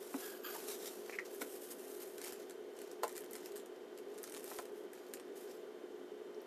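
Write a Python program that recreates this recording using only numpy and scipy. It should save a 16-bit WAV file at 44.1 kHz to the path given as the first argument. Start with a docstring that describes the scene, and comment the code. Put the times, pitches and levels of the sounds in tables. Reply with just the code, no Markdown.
"""A small room, the microphone close to a plastic cup in which a spatula works slowly through thick gloss.
With each push the gel smears with a soft hiss and crackles as sticky threads let go. Early on it
squelches through the gap under the blade, and a few air pockets pop. Now and then the blade brushes
the wall or knocks the cup, which rings briefly. Behind the cup, a fan rushes and hums."""
import sys
import numpy as np
from scipy import signal
from scipy.fft import rfft, irfft
from scipy.io import wavfile
from scipy.ndimage import map_coordinates

SR = 44100
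rng = np.random.default_rng(int(sys.argv[2]) if len(sys.argv) > 2 else 0)


def to_wav(sig):
    """Store sig (one row per channel, or 1-D mono) as 16-bit WAV at the path in sys.argv[1].

    Samples outside -1..1 are clipped; the rate is SR.
    """
    pcm = np.clip(np.atleast_2d(sig), -1, 1) * 32767
    pcm = np.round(pcm).astype(np.int16)
    wavfile.write(sys.argv[1], SR, pcm.T)  # frames by channels


N = 284886
TIME = np.arange(N) / SR

# pushes of the blade: (fastest moment [s], swell [s], fade [s], relative level [dB], rasp offset [dB])
PUSHES = [(.03, 0.12, 0.27, -58.5, -6), (.245, 0.35, 0.26, -48.5, -6), (.56, 0.19, 1, -49.5, -4.5),
          (0.712, 0.069, 0.11, -45.5, -8), (.83, 0.056, 0.095, -51, -3), (.874, 0.061, 0.048, -46, -10),
          (.93, .05, 0.082, -56, -4.5), (1.125, 0.21, 0.13, -58.5, 0), (1.257, 0.013, 0.089, -55, 0),
          (1.34, 0.11, 0.29, -55, -7.5), (1.417, 0.023, 0.024, -42, -7), (1.55, 0.18, 0.13, -50, -8),
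          (1.64, 0.071, 0.13, -49.5, -9), (1.717, 0.039, 0.043, -44, -8.5), (1.87, 0.25, 0.76, -52.5, -8.5),
          (2.025, 0.05, 0.056, -49, -6), (2.265, 0.11, 0.18, -51.5, 0), (2.41, 0.072, 0.19, -62, -0.5),
          (2.84, 0.19, 0.29, -65, 1.5), (3.037, 0.0099, 0.018, -41, -1.5),
          (3.165, 0.092, 0.17, -61.5, -1.5), (3.355, 0.091, 0.076, -59, 0.5), (3.45, 0.11, 0.12, -58.5, 0),
          (3.57, 0.043, 0.11, -61, -1), (4.26, 0.3, 0.23, -63, -1.5), (4.37, 0.043, 0.055, -62, 1),
          (4.54, 0.16, 0.2, -49, -6), (4.8, 0.17, 0.15, -65.5, -6), (4.96, 0.054, 0.62, -65.5, -0.5),
          (5.146, 0.01, 0.05, -63, -17), (5.372, 0.04, 0.3, -57.5, -6), (5.5, 0.14, 0.25, -64, 0.5)]
# how readily the gel tears: (time [s], share of the smear that is grains [0-1])
TACKINESS = [(0, 0.25), (.5, 0.24), (.72, 0.2), (1.0, 0.18), (1.9, 0.37), (2.25, 0.47), (3.2, 0.2),
             (4.35, 0.7), (4.52, 0.5), (5.4, 0.25), (6.4, 0.3)]
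# spectrum of the smear's hiss: (frequency [Hz], relative density [dB])
HISS_SPECTRUM = [(500, -42), (1500, -25), (3000, -48), (6000, -2.5), (8500, 6), (11000, 6.5), (12500, 7.5),
                 (14000, 9)]
# spectrum of the rasp under pressure: (frequency [Hz], relative density [dB])
RASP_SPECTRUM = [(300, -22), (700, 9.5), (1100, 2.5), (1650, -0.5), (2700, 0), (3700, 0), (5200, 1),
                 (7500, 0), (12000, -68)]
# the larger threads snapping: (time [s], relative level [dB], brightness [dB])
THREAD_SNAPS = [(0.684, -40.5, -18), (0.856, -42, -10), (0.869, -46, -6), (0.933, -50, -15),
                (1.3465, -41, -7), (1.417, -35, -26), (1.4222, -33, 4), (2.1811, -40.5, -21),
                (2.2155, -39.5, -21.5), (2.2454, -33.5, -8), (2.2635, -43.5, -18.5), (2.274, -42, -19),
                (2.281, -38.5, -15), (2.3228, -40, -19.5), (2.3319, -40.5, -13), (2.4968, -45, -20),
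                (2.508, -45, -21), (2.7892, -46, -20.5), (2.8163, -44.5, -17), (2.9141, -43.5, -17),
                (3.034, -36, -22), (3.041, -44, -12), (3.048, -42, -22), (3.0792, -37.5, -15),
                (3.093, -43, -18), (3.118, -49, -16), (3.1257, -46, -13), (3.153, -46, -20),
                (3.159, -44, -20), (3.165, -38.5, -15), (3.1784, -35.5, -16), (3.206, -40.5, 0),
                (3.2427, -46, -7), (3.3098, -42, -5), (3.3325, -37.5, -10.5), (3.3532, -42, -23),
                (3.358, -45.5, -13), (3.364, -44, -12), (3.459, -39, -18), (3.519, -54, -12),
                (3.558, -43.5, -16), (3.563, -42, -16), (3.5692, -43, -17), (3.577, -45, -13),
                (3.5986, -51, -23), (3.6592, -48, -19), (3.976, -48.5, -19), (3.986, -48.5, -20),
                (4.1782, -47, -18), (4.1844, -45, -21), (4.231, -38, -6), (4.2393, -36.5, -16.5),
                (4.272, -46, -14), (4.276, -43.5, -23), (4.2964, -42.5, -14), (4.3222, -42.5, -19.5),
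                (4.3398, -41, -17), (4.347, -40.5, -22.5), (4.3647, -42, -22), (4.371, -43, -22),
                (4.377, -44, -18), (4.3952, -45, -13), (4.429, -47, -19), (4.4422, -40.5, -15),
                (4.587, -38.5, -25), (4.6542, -47.5, -23), (4.9328, -45.5, -16), (5.137, -34, -16.5),
                (5.1713, -51.5, -30), (5.198, -46, -24), (6.417, -52, 8)]
# spectrum of a snap: (frequency [Hz], relative density [dB])
SNAP_SPECTRUM = [(300, -23), (900, -7), (1700, -5.5), (2800, -9.5), (5000, -4), (8500, 4), (11000, 2.5),
                 (14000, 3)]
# the blade peeling off the wall: (start [s], end [s], fine snaps [1/s])
BLADE_PEELS = [(2.198, 2.344, 40), (2.759, 2.86, 20), (3.056, 3.28, 60), (3.315, 3.387, 70),
               (3.459, 3.534, 30), (4.306, 4.5, 70)]
# air pockets opening: (time [s], level [dB], pitch [Hz], t60 [s])
AIR_POCKETS = [(.548, -36, 980, 0.019), (0.552, -42, 1710, 0.03), (.558, -37, 920, 0.038),
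               (1.095, -28, 2100, 0.0035), (1.124, -34, 2150, 0.008), (1.1305, -33, 2450, 0.011),
               (1.1375, -34, 2000, 0.008), (1.1415, -31, 2350, 0.0067), (1.148, -34, 2060, 0.0099),
               (1.152, -32, 2370, 0.012), (1.186, -18, 2070, 0.012), (1.193, -24.5, 2070, 0.011),
               (1.1986, -30, 1920, 0.02), (6.345, -47.5, 5330, 0.0094), (6.403, -46.5, 5400, 0.0083)]
# gel squeezed under the blade: (start [s], rise [s], level [dB], fade [dB/s], gap pitch [factor])
GEL_SQUEEZES = [(.17, 0.073, -54.5, 78, 1.08), (0.432, 0.019, -46.5, 120, 1.03),
                (.543, 0.013, -69, 300, 0.49)]
# resonances of the gap under the blade: (base frequency [Hz], width [Hz], gain [dB])
GAP_RESONANCES = [(1244, 106, 7.5), (1534, 200, 8.5), (2680, 270, -2), (3100, 420, -1), (4250, 270, -6),
                  (4700, 270, -0.5), (6860, 350, -4.5), (12370, 260, 5.5), (13100, 800, -1)]
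# the blade meeting the cup: (time [s], relative level of the first 10 ms [dB], centre of the blow [Hz],
# contact [s], ring time left by the pressing blade [share], breadth of the blow [octaves])
CUP_KNOCKS = [(0.1416, -45.5, 1710, 0.00081, 0.8, 0.93), (0.1415, -39, 255, 0.0011, 0.71, 0.46),
              (.1485, -49, 1200, 0.002, 0.9, 1), (1.0952, -47.5, 796, 0.0005, 0.2, 1.3),
              (1.411, -47.5, 474, 0.0059, 0.67, 1), (1.417, -47.5, 1490, 0.0019, 0.61, 0.43),
              (1.419, -45, 300, 0.014, 0.56, 0.49), (3.0324, -34.5, 880, 0.0012, 1, 0.5),
              (3.034, -46.5, 1450, 0.002, 1, 0.25), (3.0397, -42, 1000, 0.0012, 0.65, 0.39),
              (3.0403, -39.5, 483, 0.00082, 0.43, 0.38), (3.047, -41.5, 730, 0.0012, 0.56, 0.73),
              (3.067, -55, 750, 0.0017, 0.55, 0.6), (3.076, -51, 850, 0.002, 0.67, 0.41),
              (4.5135, -47.5, 1190, 0.0029, 0.84, 1), (4.589, -45, 1150, 0.01, 0.83, 1.0)]
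# modes of the cup: (frequency [Hz], gain [dB], free t60 [s])
CUP_MODES = [(276.4, 11, 0.12), (469, 15, 0.076), (624, 14.5, 0.047), (738, 9, 0.066), (859, 7.5, 0.055),
             (1020, 8.5, 0.052), (1320, 3.5, 0.058), (1456, 5, 0.027), (1930, 0, 0.035), (2450, 5, 0.008)]
# the blade's edge brushing the wall: (time [s], level [dB], fade [s])
EDGE_BRUSHES = [(.683, -50, 0.036), (.712, -47.5, 0.023), (.795, -60, 0.052), (.856, -42, 0.0092),
                (0.872, -45.5, 0.013)]
# resonances of the blade: (base frequency [Hz], width [Hz], gain [dB])
BLADE_RESONANCES = [(2180, 790, -4.5), (3850, 590, 2), (5730, 1200, 0.5), (7500, 1000, -0.5)]
# spectrum of the fan's rush: (frequency [Hz], relative density [dB])
FAN_SPECTRUM = [(20, -41.5), (110, -36.5), (165, -27.5), (205, -14), (255, -9), (330, -6), (480, -4),
                (570, -10.5), (750, -15.5), (1100, -25), (1900, -24.5), (2600, -32.5), (6000, -38),
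                (10000, -43.5), (14000, -42.5)]
# resonances and notches of the fan's duct: (frequency [Hz], width [Hz], gain [dB])
DUCT_RESONANCES = [(349, 18, -3), (408.4, 35, 9), (429.3, 7.7, 3), (445.7, 8.5, -1.5), (590, 23, -3.5),
                   (636, 18, 4), (880, 13, 2.5), (1493, 110, 4.5), (3070, 500, 5)]
# tones of the fan's motor: (frequency [Hz], rms level [dB])
MOTOR_TONES = [(360.5, -57), (430.7, -71.5), (1034, -78), (1168, -78.5), (1260, -82), (3106, -80),
               (3623, -83.5), (4140, -88.5)]


def smear(hiss_db=-1.5, rasp_db=-2.5, grains_per_s=1400, spread_db=3.5, judder_db=1.6, grain_s=0.00075):
    """Close up, fine hiss and tiny tearing grains under the blade; pressure brings out a lower rasp."""
    hiss_level, rasp_level = push_levels()
    tack = np.clip(np.interp(TIME, *np.transpose(TACKINESS)), 0, 1)
    sizes = amp(spread_db * np.minimum(rng.exponential(1, N), 4))
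    tears = sizes * (rng.random(N) < grains_per_s / SR)
    grains = unit(signal.lfilter([1], [1, -np.exp(-1 / (grain_s * SR))], tears))
    grit = np.sqrt(1 - tack + tack * grains ** 2)  # steady wiping plus separate grains
    hiss = unit(colour(grit * rng.standard_normal(N), lambda hz: spectrum_db(HISS_SPECTRUM, hz)))
    rasp = unit(colour(grit * rng.standard_normal(N), lambda hz: spectrum_db(RASP_SPECTRUM, hz)))
    judder = amp(judder_db * wander(66))
    return judder * (amp(hiss_db) * hiss_level * hiss + amp(rasp_db) * rasp_level * rasp)


def push_levels(drop_db=31, swell_bend=2.02, fade_bend=1.4, creep_db=-69, creep_db_per_s=-1.5):
    """Envelopes of hiss and rasp: each push swells and fades over the slow creep of the settling gel."""
    hiss_power = rasp_power = amp(creep_db + creep_db_per_s * TIME) ** 2
    for s, swell_s, fade_s, db, pressure_db in PUSHES:
        before = np.maximum((s - TIME) / swell_s, 0) ** swell_bend
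        after = np.maximum((TIME - s) / fade_s, 0) ** fade_bend
        power = amp(db - drop_db * np.minimum(before + after, 10)) ** 2
        hiss_power = hiss_power + power
        rasp_power = rasp_power + power * amp(pressure_db) ** 2
    return np.sqrt(hiss_power), np.sqrt(rasp_power)


def snaps(gain_db=-4.0, rise_s=0.00073, fizz_s=0.024, strand_db=-11.5, strands_s=0.013,
          neutral_db=-14.0, hollow_hz=1800, hollow_t60=0.048):
    """A thread parts in a sharp burst and blips the hollow behind it; its last strands fizz after."""
    out, t = np.zeros(N), np.arange(2 ** 11) / SR
    fizz = amp(-15) * np.exp(-t / fizz_s)
    def burst(after_s):
        age = np.maximum(t - after_s, 0) / rise_s
        return age * np.exp(1 - age)
    for s, db, bright_db in THREAD_SNAPS + fine_threads():
        tilt_db = bright_db - neutral_db
        def shape(hz):
            octaves = np.clip(np.log2((hz + 1) / 6000), -1, 1)
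            return spectrum_db(SNAP_SPECTRUM, hz) + 0.96 * tilt_db * octaves
        strands = sum(burst(strands_s * late) ** 2 for late in rng.random(size=2))
        level = np.sqrt((burst(0) + fizz) ** 2 + amp(strand_db) ** 2 * strands)
        crack = level * unit(colour(rng.standard_normal(len(t)), shape))
        hollow_db = -14 - 0.21 * tilt_db  # thick, dull threads open larger hollows
        hollow = resonate(rng.standard_normal(len(t)), hollow_hz * rng.uniform(0.84, 1.05), width_hz=800)
        blip = amp(hollow_db - 60 * t / hollow_t60) * unit(hollow)
        add(out, s, amp(db + gain_db) * (crack + blip))
    return out


def fine_threads():
    """Fine threads let go at random in each peel: (time [s], relative level [dB], brightness [dB])."""
    rows = []
    for start, end, per_s in BLADE_PEELS:
        count = round((end - start) * per_s)
        for when, softness, tone in rng.random(size=(40, 3))[:count]:
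            rows.append((start + (end - start) * when, -51.5 - 2 * softness, -25 + 10 * tone))
    return rows


def pops(rise_s=0.0018, sag=0.02, wobble=0.046, spit_db=-9.5, spit_s=0.003, spit_octaves=0.32,
         spray_db=-31.0, spray_hz=5700, spray_s=0.005):
    """Air pockets open with a spit and a faint spray, then ring briefly, wobbling with their soft walls."""
    out, t = np.zeros(N), np.arange(2 ** 11) / SR
    for s, db, hz, t60 in AIR_POCKETS:
        pitch_hz = hz * (1 - sag * np.minimum(t / t60, 1) + wobble * wander(500, len(t)))
        ring = amp(-60 * t / t60) * np.sin(2 * np.pi * np.cumsum(pitch_hz) / SR)
        def shape(f):  # falls off steeply above the pocket's pitch, more gently below
            offset = np.log2((f + 1) / hz) / spit_octaves
            return -10 * np.log10(1 + np.maximum(2 * offset, 0) ** 4 + offset ** 4)
        spit = amp(spit_db) * np.exp(-t / spit_s) * unit(colour(rng.standard_normal(len(t)), shape))
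        mist = unit(resonate(rng.standard_normal(len(t)), spray_hz, spray_hz / 2))
        spray = amp(spray_db) * np.exp(-t / spray_s) * mist
        opening = 1 - np.exp(-(t / rise_s) ** 2)
        add(out, s, amp(db) * opening * (ring + spit + spray))
    return out


def squelch(sink_per_s=0.42, length_s=0.36, flutter=0.02, judder_db=2.7, sputter_db=0.5):
    """Air and gel sputter through a narrow gap whose resonances sink as it widens."""
    out, t = np.zeros(N), np.arange(2 ** 14) / SR
    for s, rise_s, db, fade_db_per_s, pitch in GEL_SQUEEZES:
        flow = rng.standard_normal(len(t))
        glide = pitch * (1 - sink_per_s * t + flutter * wander(40, len(t)))
        flow *= amp(sputter_db * wander(300, len(t)))
        voice = sum(amp(gain) * resonate(flow, hz * glide, width) for hz, width, gain in GAP_RESONANCES)
        level = np.minimum(t / rise_s, 1) * amp(db - fade_db_per_s * np.maximum(t - rise_s, 0))
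        ending = np.exp(-(t / length_s) ** 10)
        add(out, s, level * ending * unit(voice))
    return out * amp(-judder_db * wander(120))


def knocks(chatter=0.099, band_hz=(200, 4000)):
    """A push cushioned by gel and a short chatter ring the cup; a soft blow reaches only its low modes."""
    out, t = np.zeros(N), np.arange(2 ** 13) / SR
    for s, db, centre_hz, contact_s, ring_share, width_octaves in CUP_KNOCKS:
        blow = chatter * rng.standard_normal(len(t)) * np.exp(-t / contact_s)
        blow[0] += 1
        ring = np.zeros(len(t))
        for hz, mode_db, t60 in CUP_MODES:
            response = amp(-60 * t / (t60 * ring_share)) * np.cos(2 * np.pi * hz * t)
            mode = signal.fftconvolve(blow, response)[:len(t)]
            reach = np.exp(-(np.log2(hz / centre_hz) / width_octaves) ** 2 / 2)
            sign = rng.choice([-1, 1])  # depends on where the blade lands
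            ring += sign * amp(mode_db) * reach * unit(mode)
        ring *= 1 - np.exp(-(t * centre_hz) ** 2)  # the blow builds up over about one cycle
        add(out, s, amp(db) * ring / np.std(ring[t < .01]))
    # a small cup radiates almost no bass, and the gel cushions the treble
    return signal.sosfilt(signal.butter(3, band_hz, "bandpass", fs=SR, output="sos"), out)


def brushes(rise_s=0.0024, pitch_spread=0.042, flutter=0.02, judder_db=3.0):
    """The blade's edge bites, then skids off the wall; its resonances waver as it flexes."""
    out, t = np.zeros(N), np.arange(2 ** 13) / SR
    for s, db, fade_s in EDGE_BRUSHES:
        rub = rng.standard_normal(len(t)) * amp(judder_db * wander(250, len(t)))
        flex = 1 + pitch_spread * rng.uniform(-0.61, 1) + flutter * wander(50, len(t))
        voice = sum(amp(gain) * resonate(rub, hz * flex, width) for hz, width, gain in BLADE_RESONANCES)
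        add(out, s, amp(db) * np.minimum(t / rise_s, 1) * np.exp(-t / fade_s) * unit(voice))
    return out


def cup_wall(x, echo_gain=0.2, delay_s=0.000561, travel=0.305):
    """A close reflection off the cup wall, whose path changes as the blade moves, ripples the treble."""
    echo_time = TIME - delay_s * np.exp(travel * wander(4.3))
    return x + echo_gain * map_coordinates(x, [echo_time * SR], order=3)


def room(x, wet_db=-10.0, t60=0.12, shift_hz=1.762, echoes_per_s=3000):
    """Weak, short reflections from the table and the walls, shifting as the blade moves."""
    t, wet = np.arange(SR // 3) / SR, np.zeros(N)
    for place in np.arange(3) / 3:
        echoes = rng.standard_normal(len(t)) * (rng.random(len(t)) < echoes_per_s / SR)
        echoes *= (t > .002) * amp(-60 * t / t60)
        share = np.sqrt(2 / 3) * np.cos(np.pi * (shift_hz * TIME + place))
        wet += signal.fftconvolve(x * share, echoes / np.linalg.norm(echoes))[:N]
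    return x + amp(wet_db) * wet


def fan(rush_db=-51.5, drone_hz=520, throb_db=1.12, ease_db=1.0, waver_db=1.53, drift_hz=0.64):
    """In the background, air rushes through a resonant housing over slightly wavering motor tones."""
    def shape(hz):
        duct_db = sum(db * 2 ** (-2 * ((hz - f) / width) ** 2) for f, width, db in DUCT_RESONANCES)
        return spectrum_db(FAN_SPECTRUM, hz) + duct_db
    rush = amp(rush_db) * unit(colour(rng.standard_normal(N), shape))
    drone = colour(rush, lambda hz: -10 * np.log10(1 + (hz / drone_hz) ** 8))
    # the low drone throbs with the turbulence and eases a little over time; the hiss above stays even
    swell = amp(throb_db * wander(14) + ease_db * np.linspace(.5, -.5, N))
    hum = np.zeros(N)
    for hz, db in MOTOR_TONES:
        peak = np.sqrt(2) * amp(db + waver_db * wander(22))
        hum += peak * np.sin(2 * np.pi * np.cumsum(hz + drift_hz * wander(4.1)) / SR)
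    return rush + drone * (swell - 1) + hum


def amp(db):
    """Decibels to gain."""
    return 10 ** (np.asarray(db) / 20)


def unit(x):
    """Scales to rms 1."""
    return x / np.sqrt(np.mean(x ** 2) + 1e-20)


def spectrum_db(points, hz):
    """Reads a spectrum table, joined on a log-frequency axis."""
    f, db = np.transpose(points)
    return np.interp(np.log(hz + 1), np.log(f), db)


def colour(x, gain_db):
    """Filters x by a function from Hz to dB."""
    return irfft(rfft(x) * amp(gain_db(np.fft.rfftfreq(len(x), 1 / SR))), len(x))


def wander(top_hz, size=N):
    """Random drift of rms 1, no faster than top_hz."""
    slow = np.fft.rfftfreq(size, 1 / SR) < top_hz
    return unit(irfft(rfft(rng.standard_normal(size)) * slow, size))


def add(mix, s, sound):
    """Mixes a sound in at time s."""
    part = mix[max(round(s * SR), 0):][:len(sound)]
    part += sound[:len(part)]


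def resonate(x, hz, width_hz):
    """A steep resonance of gain 1 at hz, a steady pitch or a curve."""
    turn = np.exp(2j * np.pi * np.cumsum(np.broadcast_to(hz, len(x))) / SR)
    pole = np.exp(-np.pi * width_hz / SR)
    return 2 * (turn * signal.lfilter([(1 - pole) ** 2], [1, -2 * pole, pole ** 2], x / turn)).real


def scene():
    """One microphone: the cup close by, the fan behind it."""
    gel = cup_wall(smear() + snaps())
    cup = gel + brushes() + knocks() + pops() + squelch()
    return (room(cup) + fan())[None]


def record(dry, edge_hz=13980):
    """The recorder's band limit."""
    lowpass = signal.firwin(301, edge_hz, window=("kaiser", 8), fs=SR)
    return signal.oaconvolve(dry, lowpass[None], "same")


dry = scene()
out = record(dry)
to_wav(out)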